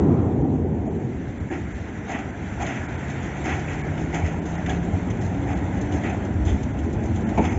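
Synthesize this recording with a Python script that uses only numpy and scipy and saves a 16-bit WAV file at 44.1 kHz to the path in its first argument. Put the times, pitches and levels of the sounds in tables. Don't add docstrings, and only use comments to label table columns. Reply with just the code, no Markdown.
import sys
import numpy as np
from scipy import signal
from scipy.fft import rfft, irfft
from scipy.io import wavfile
from scipy.ndimage import uniform_filter1d

SR = 44100
rng = np.random.default_rng(int(sys.argv[2]) if len(sys.argv) > 2 else 0)


def dump_mix(stems):
    frames = np.atleast_2d(stems).T
    limited = np.clip(frames, -1, 1)
    pcm = np.round(limited * 32767).astype(np.int16)
    wavfile.write(sys.argv[1], SR, pcm)


def magnitude_from_level(level_db):
    exponent = np.asarray(level_db, float) / 20
    return 10 ** exponent


N = 334278


def evened(x):
    return x / np.sqrt(np.mean(x ** 2) + 1e-20)


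def along(rows, t):
    s, *columns = np.transpose(rows)
    return [np.interp(t, s, c) for c in columns]


def add(mix, s, sound):
    part = mix[round(s * SR):][:len(sound)]
    part += sound[:len(part)]


def drift(size):
    smooth = uniform_filter1d(rng.standard_normal(N), size=size)
    return evened(uniform_filter1d(smooth, size=size))


def resonate(x, hz, width_hz):
    r = np.exp(-np.pi * width_hz / SR)
    if np.ndim(hz) == 0:
        pole = r * np.exp(2j * np.pi * hz / SR)
        return 2 * signal.lfilter([(1 - r) ** 2], [1, -2 * pole, pole * pole], x + 0j).real
    turn = np.exp(2j * np.pi * np.cumsum(hz) / SR)
    return 2 * (turn * signal.lfilter([(1 - r) ** 2], [1, -2 * r, r * r], x / turn)).real


def body(x, modes):
    return evened(sum((-1) ** k * magnitude_from_level(db) * resonate(x, hz, width)
                      for k, (hz, width, db) in enumerate(modes)))


def noise(colour, patchy_db, flicker_db, low_hz=1., high_hz=1e5, count=N):
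    frames = count // 256 + 5
    real, imag, patches = rng.standard_normal((frames, 513, 3)).T
    patches = uniform_filter1d(patches, size=9, axis=1)
    patches = evened(uniform_filter1d(patches, size=6, axis=0))
    flicker = evened(uniform_filter1d(rng.standard_normal(frames), size=6))
    spectra = (real + 1j * imag) * magnitude_from_level(patchy_db * patches + flicker_db * flicker)
    x = signal.istft(spectra, nperseg=1024, noverlap=768)[1]
    hz = np.fft.rfftfreq(len(x), 1 / SR) + 1
    f, db = np.transpose(colour)
    tint = magnitude_from_level(np.interp(np.log(hz), np.log(f), db))
    band = 1 / np.sqrt((1 + (low_hz / hz) ** 8) * (1 + (hz / high_hz) ** 8))
    return evened(irfft(rfft(x) * tint * band, len(x))[:count])


def strike(rows, gain_db, t60):
    out, t = np.zeros(N), np.arange(round(SR / 5)) / SR
    for (s, db, hz), (a, b) in zip(rows, rng.random((len(rows), 2))):
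        pair = np.sin(2 * np.pi * (hz * t + a)) + .7 * np.sin(2 * np.pi * (hz * 1.06 * t + b))
        add(out, s, magnitude_from_level(db + gain_db - 60 * t / t60) * (1 - np.exp(-t / 0.0018)) * pair)
    return out


# f/Hz, level/dB per Hz
HALL_COLOUR = [(12, -72), (20, -44), (53, -29), (81, -7), (260, -3.5), (407, -8.5), (563, -22), (778, -19),
               (1310, -43), (1770, -48.5), (4340, -68), (6310, -68), (7700, -79), (10000, -107),
               (16900, -120)]
# f/Hz, width/Hz, level/dB over the roar
HALL_MODES = [
    (89.2, 12, -7),
    (125, 14, -9),
    (153, 9.6, -8.5),
]
# f/Hz, width/Hz, level/dB
HALL_CLANK = [
    (754, 82, 3.5),
    (1020, 170, 0),
    (1300, 240, -4),
    (1650, 360, -17),
]


def hall(t):
    t = t[:2 * SR]
    fade = np.clip((1.6 - t) / 0.33, 0, 1)
    level_db = -19 - 9.5 * t - 31 * np.maximum(t - 1.01, 0)
    booms = sum(magnitude_from_level(db) * evened(resonate(rng.standard_normal(len(t)), hz, width))
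                for hz, width, db in HALL_MODES)
    clank_db = -42.5 - 50 * np.maximum(t - 0.22, 0)
    clank = magnitude_from_level(clank_db) * body(rng.standard_normal(len(t)), HALL_CLANK)
    roar = noise(HALL_COLOUR, 0.9, 0.42, count=len(t)) + booms * np.clip((1.1 - t) / .5, 0, 1)
    return np.pad(clank + fade * magnitude_from_level(level_db) * roar, (0, N - len(t)))


# t/s, nearness level/dB, wheel scrub level/dB (flanges rub hardest on the
# bend), rail roar level/dB
TRAM = [(0.0, 6, -9, 0.5), (.35, -0.5, -10.5, 0), (.65, -0.5, -12.5, -1), (1.2, -3, -6.5, -1.5),
        (1.8, -6, -2.5, -0.5), (2.4, -5.5, -1.5, 0), (3.0, -4, 2, -1), (3.3, -3.5, 2, -0.5),
        (3.7, -3, 1.5, -0.5), (4.1, -1, -1.5, 0), (4.65, 1, -2, -0.5), (5.0, 1, -2, 0), (5.4, 2, -3, 0.5),
        (6.0, 1, -1, 0), (6.4, 2, -3.5, 0), (7.0, 2.5, -3.5, -0.5), (7.35, 4, -1.5, 0), (7.58, 8.5, -7, -1)]
# f/Hz, level/dB per Hz
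ROLL_COLOUR = [(20, -43.5), (46, -6.5), (81, 3.5), (143, -7), (184, -6.5), (318, -10.5), (497, -19),
               (741, -16), (950, -21.5), (1150, -30.5), (1420, -24.5), (2050, -24.5), (2850, -36),
               (3600, -40), (4300, -45), (4850, -51), (5400, -46.5), (6150, -43.5), (7700, -47.5),
               (10000, -78)]
ROLL_EDGES = (128.4, 449, 1113, 2550)
# level/dB, share of nearness, of scrub, of rail roar [dB per dB]
ROLL_PARTS = [
    (-31, 0.93, 0.29, 0),
    (-29.5, 0.57, 0.054, 0),
    (-36.5, 0.98, 1.03, 0.99),
    (-41.5, 0.044, 1.09, 0),
    (-49.5, 0.11, 0.96, 0.32),
]


def rolling(t):
    edges = (1., *ROLL_EDGES, 1e5)
    unrest_db = ((1.4, 0.58), (1.25, 0.83), (1.6, 0.85), (1.2, 0.76), (1.7, 1.0))
    near_db, scrub_db, rail_db = along(TRAM, t)
    out = np.zeros(N)
    for k, (db, near, scrub, rail) in enumerate(ROLL_PARTS):
        level = magnitude_from_level(db + near * near_db + scrub * scrub_db + rail * rail_db)
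        out += level * noise(ROLL_COLOUR, *unrest_db[k], edges[k], edges[k + 1])
    return out


def axle(t):
    db = -38.5 + 0.99 * along(TRAM, t)[0]
    return magnitude_from_level(db) * evened(resonate(rng.standard_normal(N), 86 + 2.3 * drift(size=6000), 33))


def ground(t):
    db = -38.5 + 1.2 * along(TRAM, t)[0]
    return magnitude_from_level(db) * evened(resonate(rng.standard_normal(N), 66, 30))


# t/s, peak level/dB, f/Hz
HALL_KNOCKS = [
    (0.357, -26, 647),
    (0.394, -24, 520),
    (0.644, -24, 511),
    (0.715, -27, 541),
    (0.794, -30, 697),
    (0.876, -21.5, 630),
    (1.242, -33.5, 686),
]


def hall_knocks():
    return strike(HALL_KNOCKS, -5, 0.052)


# t/s, peak level/dB, f/Hz, t60/s
THUMPS = [(1.407, -9.5, 84, 0.086), (1.539, -31, 78, 0.12), (2.67, -20, 84, 0.12), (4.23, -2, 83, 0.11),
          (4.928, -6, 92, 0.15), (6.349, -14, 99, 0.18), (6.456, -4, 80.7, 0.13),
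          (6.512, -1.5, 71.6, 0.095), (6.997, -26, 165, 0.12), (1.04, -11, 129, 0.12),
          (1.27, -12.5, 120, 0.11), (1.73, -18, 63, .15), (2.6, -16, 66, 0.19), (6.391, -12, 63, 0.24),
          (6.92, -18, 66, 0.16), (7.552, -6, 90, 0.16), (1.309, -18, 60, .12), (4.93, -21, 283, 0.24),
          (5.03, -21, 270, .2), (7.09, -21, 292, .2), (3.49, -21.5, 245, .25), (2.66, -24, 305, 0.18),
          (0.52, -16.5, 262, 0.21)]


def thumps():
    out, t = np.zeros(N), np.arange(round(SR / 2)) / SR
    for s, db, hz, t60 in THUMPS:
        add(out, s, magnitude_from_level(db - 60 * t / t60) * (1 - np.exp(-t / 0.016)) * np.sin(2 * np.pi * hz * t))
    return out


# t/s, strength level/dB, then rail ring, bogie thud, tinny rattle level/dB over it
CLATTER = [(1.501, -27, 2.5, 9.5, -18), (2.075, -27, 4.5, 0, -12.5), (2.117, -23, 1, 5.5, -36),
           (2.594, -22, 3.5, 0, -16), (2.663, -22.5, 0.5, 2.5, -16), (2.734, -28, -9, -10, -17),
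           (3.443, -22, 1.5, 1, -15), (3.485, -20.5, -1, -0.5, -17), (3.677, -25.5, -20, -8.5, -18),
           (3.988, -35, -7, 17, -8.5), (4.129, -23, 3.5, 6, -13), (4.236, -25.5, -7, 0.5, -14.5),
           (4.456, -35.5, 3, -6, -6), (4.539, -28.5, -3, -4, -18), (4.674, -24.5, 3, 6, -14.5),
           (5.221, -41, 13, 0, -1), (5.474, -26, 4.5, -11, -17), (5.72, -34, -2, -6, -15),
           (5.9124, -34.5, 8, 9, -4.5), (6.033, -24, -4, 7.5, -20), (6.082, -36, 13, 0, -22),
           (6.459, -29.5, 4, 12.5, -8.5), (7.49, -29.5, -1, -2, -10), (7.405, -26.5, 1, 4.5, -15),
           (7.434, -24.5, 0, 4, -15)]
# f/Hz, width/Hz, level/dB
WHEEL = [(1350, 750, -3), (1738, 200, -4), (1924, 200, 1.5), (2220, 270, -2), (2506, 430, -4),
         (3210, 960, -15.5)]
RAIL = [(728, 183, 0), (880, 390, -14.5)]
BOGIE = [(302, 174, 0)]
TIN = [(6086, 390, -3), (6830, 980, -5), (5360, 600, -6.5), (4040, 1100, -10)]


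def clatter():
    knocks = rng.standard_normal((4, N))
    hits = rng.random((N)) < 1200 / SR
    knocks *= 0.67 + magnitude_from_level(3.2 * np.minimum(rng.exponential(1, N), 3)) * hits * 1.1
    power = np.zeros((4, N))
    t = np.arange(round(SR / 2)) / SR
    shape = (1 - np.exp(-t / .008)) * np.exp(-np.maximum(t - 0.041, 0) / 0.054)
    for s, db, rail_db, thud_db, tin_db in CLATTER:
        for part, part_db in zip(power, (0, rail_db, thud_db, tin_db)):
            add(part, s, (magnitude_from_level(db + part_db - 12.5) * shape) ** 2)
    return sum(np.sqrt(p) * body(k, modes)
               for p, k, modes in zip(power, knocks, (WHEEL, RAIL, BOGIE, TIN)))


# t/s, peak level/dB, wheel f/Hz
BLOWS = [(1.501, -26, 1710), (1.524, -26, 1946), (1.5524, -24, 1940), (2.0976, -25.5, 2160),
         (2.1151, -21, 1990), (2.1355, -24, 1870), (2.1565, -25, 1860), (2.603, -26, 2030),
         (2.6683, -26, 1920), (3.0081, -31, 1550), (3.028, -30, 2180), (3.2612, -28, 1790),
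         (3.4401, -30, 2010), (3.464, -27, 1600), (3.487, -18.5, 1990), (3.6825, -25, 2310),
         (3.8352, -27, 2210), (4.1265, -26, 2030), (4.141, -22.5, 2090), (4.2233, -27, 2190),
         (4.2513, -26, 1980), (4.6573, -25, 1880), (4.6909, -19.5, 1660), (4.8234, -32, 1550),
         (5.0978, -30, 2060), (5.468, -31, 1790), (6.0352, -22, 1950), (6.096, -24.5, 2440),
         (7.3801, -22.5, 2220), (7.4589, -27, 2200), (7.4899, -23, 2180)]


def wheel_blows():
    return strike(BLOWS, -7.5, 0.067)


# t/s, peak level/dB, rail f/Hz
RAIL_KNOCKS = [(1.522, -28, 790), (2.098, -28, 746), (2.128, -27, 700), (2.209, -31, 738),
               (2.607, -23, 740), (2.648, -25, 660), (3.354, -27, 738), (3.479, -24, 730),
               (4.132, -28, 705), (4.147, -25, 807), (4.216, -23, 802), (4.698, -25, 732),
               (4.936, -29, 770), (5.231, -29, 764), (5.4, -29, 689), (5.489, -29, 748), (5.538, -20, 790),
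               (5.61, -26, 755), (5.976, -25, 643), (6.042, -27, 778), (6.099, -28, 811), (6.123, -23, 681),
               (6.438, -28, 660), (6.74, -28, 773), (6.902, -27, 625), (6.954, -31, 810), (7.323, -27, 651),
               (7.561, -26, 797)]


def rail_knocks():
    return strike(RAIL_KNOCKS, -6, .07)


# f/Hz, width/Hz, level/dB
BRACKET = [(3280, 620, -0.5), (2870, 230, -4.5), (3540, 93, -6.5)]
# t/s, peak level/dB, bracket ring level/dB, wheel ring level/dB
TICKS = [(2.1141, -30, -14, 5), (2.1869, -33, -5, 11), (2.6194, -28, -4, -1), (2.6633, -28, 1, 1),
         (3.0984, -32, -14, -4), (3.2281, -37, -10, -4), (3.455, -27, -4, -1), (3.5912, -31, -11, 1),
         (3.7883, -38, -12, -1), (3.9749, -36.5, 4, 12), (4.143, -23.5, -1, 5), (4.4543, -32, -1, -1),
         (4.6614, -31.5, 3, 14), (4.694, -26.5, 5, -4), (5.1013, -31.5, 1, 6), (5.2116, -33, -4, -7),
         (6.7878, -37, 3, -8), (5.5694, -36.5, -1, -8), (5.8112, -29.5, -6, -13), (5.9194, -35.5, 8, -5),
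         (6.095, -34, -4, -1), (6.2482, -35, -10, -5), (6.4507, -30.5, -8, -8), (6.9274, -33.5, -15, -13),
         (7.0549, -34, -14, -5), (7.1581, -35, 2.5, -3), (7.2878, -35, -7, 9.5), (7.3761, -31, -2, 11),
         (7.4495, -28.5, 4, 4)]
BUZZ = [
    (6.458, -46, 11, -12),
    (6.478, -46, 12, -12),
]
SNAPS = [(1.526, -37, 0, 4), (2.6106, -31, -3, 0), (2.8904, -38, -6, -4), (3.0805, -34, -6, -4),
         (3.3813, -38, -6, -3), (3.4397, -31, -4, -2), (3.4921, -29, -3, 0), (3.6971, -38, -4, 0),
         (3.731, -33, -6, -4), (3.8682, -35, -6, -4), (4.1032, -38, -6, -4), (4.1266, -33, -3, 0),
         (4.2598, -32, -4, -2), (4.5527, -37, -6, -4), (5.1698, -38, -6, -4), (5.3219, -38, -6, -4),
         (5.345, -39, 10, 0), (5.4691, -36, -3, 0), (5.7814, -38, -6, -4), (6.0353, -33, 0, 2),
         (6.4918, -27.5, -8, -8), (6.6313, -27, -0.5, -14), (6.836, -39, -6, -4), (7.0365, -33, -8, -6),
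         (7.2081, -37, -6, -4), (7.4925, -33, -5, 0)]


def ticks():
    power, t = np.zeros((3, N)), np.arange(round(SR / 4)) / SR
    start = 1.5
    faint = [(start + u * (N / SR - start), -45 + 5 * (2 * v - 1), -3, 4) for u, v in rng.random((5, 2))]
    for rows, t60 in (([*TICKS, *faint], .085), (BUZZ, 0.31), (SNAPS, .04)):
        shape = (1 - np.exp(-t / 0.0024)) * (magnitude_from_level(-60 * t / 0.0066) + 0.79 * magnitude_from_level(-60 * t / t60))
        for s, db, bracket_db, wheel_db in rows:
            for part, part_db in zip(power, (0, bracket_db, wheel_db + 0.5)):
                add(part, s, (magnitude_from_level(db + part_db - 11) * shape) ** 2)
    drive = rng.standard_normal((3, N))
    return sum(np.sqrt(p) * body(k, modes) for p, k, modes in zip(power, drive, (TIN, BRACKET, WHEEL)))


# t/s, f/Hz, level/dB
MOTOR = [(2.5, 127, -41), (3.0, 135, -38), (3.3, 141, -37), (3.7, 150, -34), (3.95, 155, -31.5),
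         (4.4, 165, -31), (4.8, 174.5, -30), (5.15, 182, -33.5), (5.7, 192, -33.5), (6.1, 199, -38),
         (6.55, 206, -33), (6.8, 211, -41), (7.1, 217, -32), (7.58, 226, -37)]
# multiple of the hum, level/dB over it, from t/s, to t/s
GEARS = [
    (.5, -1, 5.1, 7.58),
    (.62, -3.5, 5, 7.04),
    (1.5, -1.5, 5.25, 5.68),
    (1.5, -3.5, 5.75, 6.55),
    (1.5, -8.5, 6.7, 7.9),
]


def motor(t):
    hz, db = along(MOTOR, t)
    turns = np.cumsum(hz + 0.31 * drift(size=3000)) / SR
    out = np.zeros(N)
    for order, order_db, start, end in [(1, 0, MOTOR[0][0], 8), *GEARS]:
        waver_db = 1 if order == 1 else 3
        level = magnitude_from_level(db + order_db + waver_db * drift(size=3000))
        level = level * np.clip(np.minimum(t - start, end - t) / 0.12, 0, 1)
        out += np.sqrt(2) * np.sin(2 * np.pi * order * turns) * level
    return out


# t/s, peak level/dB, f/Hz
STRUT = [
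    (6.478, -44, 3400),
    (6.5, -45, 3420),
]


def strut():
    return strike(STRUT, 0, 0.14)


# f/Hz, width/Hz, level/dB
BANG = [(219, 81, 4.5), (292, 51, 4.5), (430, 47, -0.5), (541, 65, -8), (739, 69, -2), (895, 93, -1.5),
        (1280, 380, -25), (2270, 490, -20)]
# f/Hz, level/dB, t60/s
FRAME = [
    (243, -2, 0.5),
    (314, -6, 0.11),
    (420, 0, 0.14),
    (517, -13, 0.17),
]
# t/s, peak level/dB, f/Hz
BANG_BLOWS = [
    (7.3765, -17, 880),
    (7.380, -12, 720),
    (7.384, -14, 690),
    (7.3855, -18, 900),
    (7.378, -26, 2300),
]


def bang():
    out, t = strike(BANG_BLOWS, 0, .045), np.arange(round(SR / 2)) / SR
    shape = np.exp(-np.maximum(t - .015, 0) / 0.0088) + 0.77 * np.exp(-t / 0.071)
    drive = rng.standard_normal(len(t))
    crash = sum(magnitude_from_level(db) * np.sqrt(width) * evened(shape * resonate(drive, hz, width))
                for hz, width, db in BANG)
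    crash = evened(crash) * np.sqrt(np.mean(shape ** 2))
    frame = sum(magnitude_from_level(db - 60 * t / t60) * np.sin(2 * np.pi * (hz * t + rng.random()))
                for hz, db, t60 in FRAME)
    frame = frame * (1 - np.exp(-t / 0.0057))
    add(out, 7.373, magnitude_from_level(-19) * (crash + frame) * (1 - np.exp(-t / 0.004)))
    return out


def scene():
    t = np.arange(N) / SR
    drones = (axle(t) + ground(t)) * np.minimum(t / .6, 1)
    station = hall(t) + hall_knocks()
    tram = rolling(t) + drones + motor(t) + thumps() + bang()
    joints = clatter() + wheel_blows() + rail_knocks() + ticks() + strut()
    return (station + tram + joints)[None]


# t/s, level/dB, lost up to f/Hz
DROPOUTS = [(.435, -26, 7700), (.889, -45, 6000), (1.392, -30, 7200), (1.503, -14, 6000),
            (1.738, -20, 6000), (2.318, -13, 6500), (2.642, -12, 5000), (2.876, -14, 7200),
            (2.97, -12, 7200), (3.828, -17, 7000), (4.408, -17, 6800), (4.57, -19, 6500),
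            (5.197, -14, 6000), (5.545, -18, 6000), (6.728, -14, 7500), (7.252, -45, 6000),
            (7.496, -18, 6000), (7.541, -22, 6000)]
# from f/Hz, level/dB, frame-to-frame jitter level/dB
TREBLE_STEPS = [
    (3676, -3.5, 2.5),
    (4430, -2, 0.5),
    (5120, -2.5, 2),
    (5810, 3, 0),
    (6450, 2, 2.),
    (7254, 8, 1),
    (8000, 0, 0),
]


def top_cut(x):
    return signal.sosfilt(signal.butter(12, 8520, fs=SR, output="sos"), x)


def record(dry):
    x = signal.lfilter(*signal.butter(2, 42, "high", fs=SR), dry)
    hz, t, z = signal.stft(x, SR, nperseg=256, noverlap=192)
    hz = hz[:, None]
    gain_db = 0
    for s, db, top_hz in DROPOUTS:
        deep = db < -35
        moment = np.exp(-((t - s) / (.014 if deep else .0075)) ** 6)
        reach = (hz > 3650) | (hz > 2250) & (rng.random((129, 1)) < .4)
        lost = np.repeat((rng.random(65) > .15) | deep, 2)[:129, None]
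        gain_db = gain_db + db * moment * (hz < top_hz) * reach * lost
    frame = (t * SR / 1024).astype(int)
    for (low_hz, db, jitter_db), above in zip(TREBLE_STEPS, TREBLE_STEPS[1:]):
        step_db = db + jitter_db * rng.standard_normal(frame[-1] + 1)[frame]
        gain_db = gain_db + (hz > low_hz) * (hz <= above[0]) * step_db
    x = signal.istft(z * magnitude_from_level(gain_db), SR, nperseg=256, noverlap=192)[1][:, :N]
    band_limit = signal.firwin(2047, 7550, window=("kaiser", 10), fs=SR)
    x = signal.oaconvolve(x, band_limit[None], "same")
    x = x - magnitude_from_level(-23) * np.exp(-np.arange(N) / (.001 * SR))
    x = x * np.clip((N - np.arange(N)) / 90, 0, 1)
    return top_cut(x)


dry = scene()
out = record(dry)
dump_mix(out)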